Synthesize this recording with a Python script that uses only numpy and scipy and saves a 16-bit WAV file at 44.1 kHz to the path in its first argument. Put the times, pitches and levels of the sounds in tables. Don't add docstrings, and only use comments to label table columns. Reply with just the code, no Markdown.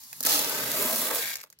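import sys
import numpy as np
from scipy import signal
from scipy.fft import next_fast_len
from scipy.io import wavfile
from scipy.ndimage import uniform_filter1d

SR = 44100
rng = np.random.default_rng(int(sys.argv[2]) if len(sys.argv) > 2 else 0)


def master(y):
    cut = np.clip(np.atleast_2d(y).T, -1, 1)
    pcm = np.round(cut * 32767)
    wavfile.write(sys.argv[1], SR, pcm.astype(np.int16))


N = 70560
TIME = np.arange(N) / SR

# time in seconds, kernels landing per second.
POUR_RATE = [(0.24, 810), (0.32, 2370), (0.6, 3200), (1.0, 1950), (1.25, 1400), (1.36, 400), (1.47, 320)]
# time in seconds, bright ticks in dB, lower clacks in dB.
IMPACT_LEVELS = [(0.25, -33, -31.5), (0.27, -37, -33), (0.276, -29.5, -30), (0.328, -24, -26),
                 (0.456, -34, -35), (0.694, -33.5, -36), (0.806, -28.5, -34), (1.074, -29.5, -35),
                 (1.126, -34.5, -39.5), (1.156, -29, -33), (1.336, -39.5, -39.5), (1.36, -62, -49),
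                 (1.38, -55, -53), (1.442, -52, -53.5), (1.458, -73, -68), (1.47, -66, -71)]
# time in seconds, then high, middle and low ringing in dB.
RING_LEVELS = [(0.245, -37.5, -45, -51), (0.275, -40, -35, -47.5), (0.35, -46, -34.5, -43),
               (0.41, -41.5, -37, -43.5), (0.57, -39.5, -35.5, -45), (0.69, -41, -39.5, -42.5),
               (0.86, -37, -33, -39.5), (0.98, -43, -39, -44), (1.06, -39.5, -38, -42),
               (1.13, -38, -32, -49.5), (1.18, -41.5, -37.5, -64), (1.23, -34.5, -43, -54),
               (1.31, -41.5, -71, -73), (1.37, -50.5, -59, -84), (1.42, -53, -62, -80),
               (1.47, -68, -65, -77)]
# frequency in Hz, level in dB.
TICK_TONE = [(3000, -28), (7500, -3.5), (8800, -8.5), (9900, -0.5), (11500, 0), (13500, 3), (16000, -2.5)]
CLACK_TONE = [(300, -14), (900, -7.5), (2000, -7), (2900, -4), (3800, -1.5), (5300, 0.5), (7300, -2),
              (8600, -11.5), (11000, -38.5), (16000, -41)]
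def stream(fade_s=0.0095, bass_cut_hz=88):
    tick, clack = from_db(in_time(IMPACT_LEVELS))
    high, middle, low = from_db(in_time(RING_LEVELS))
    first_s, last_s = IMPACT_LEVELS[0][0], IMPACT_LEVELS[-1][0]
    outside_pour_s = np.maximum(first_s - TIME, 0) + np.maximum(TIME - last_s, 0)
    clicks = rattle(in_time(POUR_RATE)[0], spread_db=1.5) * np.exp(-outside_pour_s / fade_s)
    hits = scatter(clicks, spots=16)
    impacts = colour(hits * tick, TICK_TONE) + colour(hits * clack, CLACK_TONE)
    pushes = clicks * np.vstack([np.ones(N), rng.choice([-1, 1], N)])
    boards = wood(pushes * high, HIGH_RINGS) + wood(pushes * middle, MIDDLE_RINGS)
    boards += wood(pushes * low, LOW_RINGS) + board_note(pushes)
    return impacts + signal.sosfilt(signal.butter(4, bass_cut_hz, "high", fs=SR, output="sos"), boards)


# pitch in Hz, width in Hz (wider dies sooner), relative
# level in dB, time in seconds when corn lands where this note answers most, boost there in dB.
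LOW_RINGS = [(137.5, 17, -7.5, 0.673, 9), (240, 18, 0, 0.87, 8), (284, 32, -2, 0.19, 10),
             (317.7, 36, -4.5, 1.154, 7)]
MIDDLE_RINGS = [(403, 23.5, -4.5, 0.5, 5.9), (469, 53, -2, 1.16, 3.8), (537, 43, -1, 1.206, 4.5),
                (614, 32.6, 2, 0.83, 2.8), (680.5, 32, -5.5, 1.2, 6.4), (835, 29, -3, 0.37, 9.1),
                (856, 137, -8, 0.098, 24), (907.5, 41, 0, 0.35, 1), (990, 61, -8, 0.95, 8.8),
                (1165, 77, -7, 1.03, 4), (1310, 48, -5.5, 0.26, 9.6), (1253, 460, -14, 1.436, 16)]
HIGH_RINGS = [(1551, 142, 6.5, 0.62, 5.3), (1642, 65, 5, 1.27, 9.8), (1708, 90, 2.5, 0.24, 19.4),
              (1847, 124, 1.5, 1.28, 11), (1985, 41, 7.5, 0.3, 7.9), (2180, 153, 1.5, 1.334, 13),
              (2440, 78, -2, 1.27, 11), (2526, 85, -1, 0.19, 16.7), (2775, 61, -5, 0.4, 10),
              (3370, 150, -5, 1.17, 6.5), (4050, 120, -9, 1.3, 6.8)]
def wood(pushes, rings, passing_s=0.12):
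    shares = np.array([np.sqrt(width) * from_db(db + boost_db * swell(s, passing_s))
                       for _, width, db, s, boost_db in rings])
    shares /= np.sqrt(np.sum(shares ** 2, axis=0))
    return sum((-1) ** k * signal.lfilter(*resonance(hz, width), pushes * shares[k] + 1e-18)
               for k, (hz, width, *_) in enumerate(rings))


# time in seconds, pitch in Hz.
RISING_PITCH = [(0.62, 240), (0.75, 357), (0.81, 407), (0.87, 463), (0.95, 527.5), (1.0, 560)]
# multiple of the pitch, level in dB, peak time and swell time in seconds.
NOTE_PARTS = [(1.0, -38.5, 0.822, 0.06), (1.31, -31, 0.907, 0.037), (2.33, -49, 0.835, 0.07)]
def board_note(pushes, width_hz=20, block_size=128):
    hz, = in_time(RISING_PITCH)
    note = np.zeros((2, N))
    for multiple, db, peak_s, swell_s in NOTE_PARTS:
        drive = pushes * from_db(db) * swell(peak_s, swell_s) + 1e-18
        state = np.zeros((2, 2))
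        for i in range(0, N, block_size):
            ring = resonance(multiple * hz[i], width_hz)
            block, state = signal.lfilter(*ring, drive[:, i:i + block_size], zi=state)
            note[:, i:i + block_size] += block
    return note


# start in seconds, then tick, clack, high ring and middle ring in dB.
LONE_HITS = [(0.036, -49.5, -50.5, -76, -87), (0.129, -40, -44, -43, -54), (0.206, -31, -33.5, -82, -42.5),
             (0.2283, -33, -37, -50, -63), (0.235, -33, -35, -58, -65), (0.251, -27, -40, -47, -59),
             (0.258, -29.5, -38, -47, -52), (0.2632, -29, -26, -52, -52), (0.2641, -25, -35.5, -35, -32.5),
             (0.2688, -23.5, -27, -51, -37), (0.295, -29, -44, -62, -51), (0.392, -27, -30.5, -58, -49),
             (0.425, -32, -50, -62, -59), (0.445, -35, -34.5, -37, -37), (0.4952, -29.5, -46, -63, -61),
             (0.716, -31.5, -33.5, -54, -46), (0.824, -27, -40, -50, -54), (0.959, -28.5, -32, -49, -41.5),
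             (1.017, -28, -39, -42, -33), (1.111, -41, -39, -36, -30), (1.148, -28.5, -51, -61, -44),
             (1.288, -35, -42, -49, -62), (1.314, -42, -61, -36, -72), (1.339, -42, -46, -45, -63),
             (1.3553, -37, -35, -42, -53), (1.369, -43, -44.5, -50, -59), (1.402, -57, -51, -53, -76),
             (1.414, -49, -50.5, -49, -77), (1.4384, -48, -54, -63, -47.5),
             (1.501, -53.5, -55.5, -70, -64.5), (1.5263, -56.5, -56.5, -57.5, -67),
             (1.588, -57, -60, -90, -96)]
# frequency in Hz, level in dB.
BARE_WOOD_TONE = [(300, -27), (1200, -19.5), (2400, -18), (3500, -16), (4300, -3), (7000, 3.5),
                  (8600, -2.5), (11000, -24), (16000, -45.5)]
HIT_GAIN = np.sqrt(0.01 * SR)
def single_kernels():
    snaps, pushes = np.zeros((2, 2, 2, N + SR))
    for s, tick_db, clack_db, high_db, middle_db in LONE_HITS:
        start = int(s * SR)
        hit = HIT_GAIN * contact(echo_db=-10.5, snap_s=0.0012, rise_s=0.00031)
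        snaps[:, :, start:start + hit.shape[1]] += from_db([tick_db, clack_db])[:, None, None] * hit
        mid_and_side = [1, rng.uniform(-0.66, 0.59)]
        pushes[:, :, start] += HIT_GAIN * np.outer(from_db([high_db, middle_db]), mid_and_side)
    high, middle = pushes[:, :, :N]
    impacts = colour(snaps[0], TICK_TONE) + colour(snaps[1], BARE_WOOD_TONE)
    return impacts + wood(high, HIGH_RINGS) + wood(middle, MIDDLE_RINGS)


# start in seconds, pitch in Hz, level in dB.
LOW_BOOMS = [(0.206, 254, -47.5), (0.251, 268, -40), (0.343, 291, -37), (0.852, 255, -34.5)]
def low_booms(width_hz=14):
    boom = np.zeros(N)
    for s, hz, db in LOW_BOOMS:
        push = np.zeros(N)
        push[int(s * SR)] = HIT_GAIN * from_db(db)
        boom += signal.lfilter(*resonance(hz, width_hz), push + 1e-18)
    return np.vstack([boom, np.zeros(N)])


# time in seconds, level in dB.
SLIDE_LEVEL = [(0.0, -47.5), (0.09, -49), (0.16, -46.5), (0.2, -47), (0.3, -86), (1.0, -36.5), (1.3, -65),
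               (1.4, -100)]
# frequency in Hz, level in dB.
MUG_TONE = [(130, -12.5), (260, -3.5), (380, -35), (600, -14), (1040, -4), (1350, -13.5), (1750, -5.5),
            (2300, -11), (3300, -10), (4000, -2.5), (7200, -0.5), (8600, -6), (11500, 0.5), (16000, -3)]
def mug():
    rubs = scatter(rattle(per_s=11000, spread_db=1.0), spots=8)
    return from_db(in_time(SLIDE_LEVEL)[0]) * colour(rubs, MUG_TONE)


# frequency in Hz, level in dB.
AIR_TONE = [(15, -21), (45, -23), (90, -11), (160, -28), (280, -15), (420, -25), (1000, -5), (4000, -7),
            (16000, -33)]
RUMBLE_TONE = [(15, -46), (42, -10), (75, -9), (140, -4.5), (260, -15), (450, -17), (2000, -57)]
# time in seconds, level in dB.
RUMBLE_LEVEL = [(0.0, -80), (0.18, -64.5), (0.27, -59), (0.85, -88), (1.1, -91), (1.3, -68), (1.45, -76.5)]
def background(air_db=-77):
    air = from_db(air_db) * colour(rng.standard_normal((2, N)), AIR_TONE)
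    rumble = from_db(in_time(RUMBLE_LEVEL)[0]) * colour(rng.standard_normal((2, N)), RUMBLE_TONE)
    return air + rumble


def rattle(per_s, spread_db):
    lands = rng.random(N) < per_s / SR
    strength = from_db(spread_db * np.clip(rng.standard_normal(N), -2, 2.5))
    clicks = lands * strength * rng.choice([-1, 1], N)
    power = np.abs(uniform_filter1d(clicks ** 2, SR // 30))
    return clicks / np.sqrt(power + 1e-6)


def contact(echo_db, snap_s, rise_s, echo_s=0.0047, yard_db=-26, yard_s=0.02):
    t = TIME[:SR // 8]
    echoes = from_db(echo_db) * np.exp(-t / echo_s)
    tail = from_db(yard_db) * np.exp(-t / yard_s)
    shape = (np.exp(-t / snap_s) + echoes + tail) * (1 - np.exp(-t / rise_s))
    burst = shape * rng.standard_normal((2, len(t)))
    return burst / np.sqrt(np.sum(burst ** 2, axis=1, keepdims=True))


def scatter(clicks, spots, step_s=0.04, spread_spots=1.3):
    spot = np.floor(TIME / step_s + spread_spots * rng.standard_normal(N)) % spots
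    hits = np.zeros((2, N))
    for k in range(spots):
        snap = contact(echo_db=0.5, snap_s=0.00027, rise_s=0.0001)
        hits += signal.fftconvolve((clicks * (spot == k))[None], snap, axes=-1)[:, :N]
    return hits


def resonance(hz, width_hz):
    r = np.exp(-np.pi * width_hz / SR)
    gain = np.sqrt((1 - r * r) / 2)
    return gain * np.array([1, 0, -1]), [1, -2 * r * np.cos(2 * np.pi * hz / SR), r * r]


def colour(x, tone, share=1, keep_power=True):
    size = next_fast_len(2 * N)
    hz, db = np.transpose(tone)
    bin_hz = np.abs(np.fft.fftfreq(size, 1 / SR))
    gain = from_db(share * np.interp(np.log(bin_hz + 1), np.log(hz), db))
    if keep_power:
        gain /= np.sqrt(np.mean(gain ** 2))
    response = np.exp(signal.hilbert(np.log(gain)))
    impulse = np.fft.fft(response).real / size
    return signal.fftconvolve(x, impulse[None, :SR // 8], axes=-1)[:, :N]


def swell(peak_s, width_s):
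    return np.exp(-((TIME - peak_s) / width_s) ** 2)


def in_time(rows):
    s, *columns = np.transpose(rows)
    return [np.interp(TIME, s, column) for column in columns]


def from_db(db):
    return 10 ** (np.asarray(db) / 20)


# time in seconds, left minus right in dB, extra width in dB, # how early the
# sound below 1800 Hz reaches the right side in milliseconds.
LANDING_PLACE = [(0.0, -3, -0.5, 0.17), (0.3, -3, 1, 0.12), (0.52, -2, 1, 0.14), (0.7, -3, 0, -0.023),
                 (0.95, -2.5, -1.5, -0.1), (1.15, -2.5, -1, -0.11), (1.38, -2.5, 1, -0.14),
                 (1.6, -4, 3, -0.22)]
# frequency in Hz, gain of the side signal in dB.
STEREO_WIDTH = [(60, -7), (120, -18), (240, -21.5), (480, -10.5), (950, -8.5), (1890, 0.5), (3770, 0),
                (7520, -2), (15000, -4.5)]
# frequency in Hz, lean in dB (each channel takes a share of it).
LEFT_LEAN = [(60, 1), (92, 11), (140, -1.5), (210, 6.5), (330, -2), (500, 1), (770, 4.5), (1170, 4.5),
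             (1790, 1), (2740, 0), (4190, 6.5), (6410, 6), (9810, 2), (15000, -1)]
def scene(low_top_hz=1800):
    mid, side = stream() + single_kernels() + low_booms() + mug() + background()
    pan_db, width_db, lead_ms = in_time(LANDING_PLACE)
    side = colour(side[None], STEREO_WIDTH, keep_power=False)[0] * from_db(width_db)
    left = colour((mid + side)[None], LEFT_LEAN, share=0.34, keep_power=False)[0] * from_db(pan_db / 2)
    right = colour((mid - side)[None], LEFT_LEAN, share=-0.45, keep_power=False)[0] * from_db(-pan_db / 2)
    lows = signal.sosfiltfilt(signal.butter(2, low_top_hz, fs=SR, output="sos"), right)
    shifted_lows = np.interp(TIME + lead_ms / 1000, TIME, lows)
    return np.vstack([left, right - lows + shifted_lows])


def record(dry, low_hz=35, top_hz=15900):
    dry = signal.sosfilt(signal.butter(3, low_hz, "high", fs=SR, output="sos"), dry)
    return signal.sosfilt(signal.ellip(12, .1, 75, top_hz, fs=SR, output="sos"), dry)


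dry = scene()
out = record(dry)
master(out)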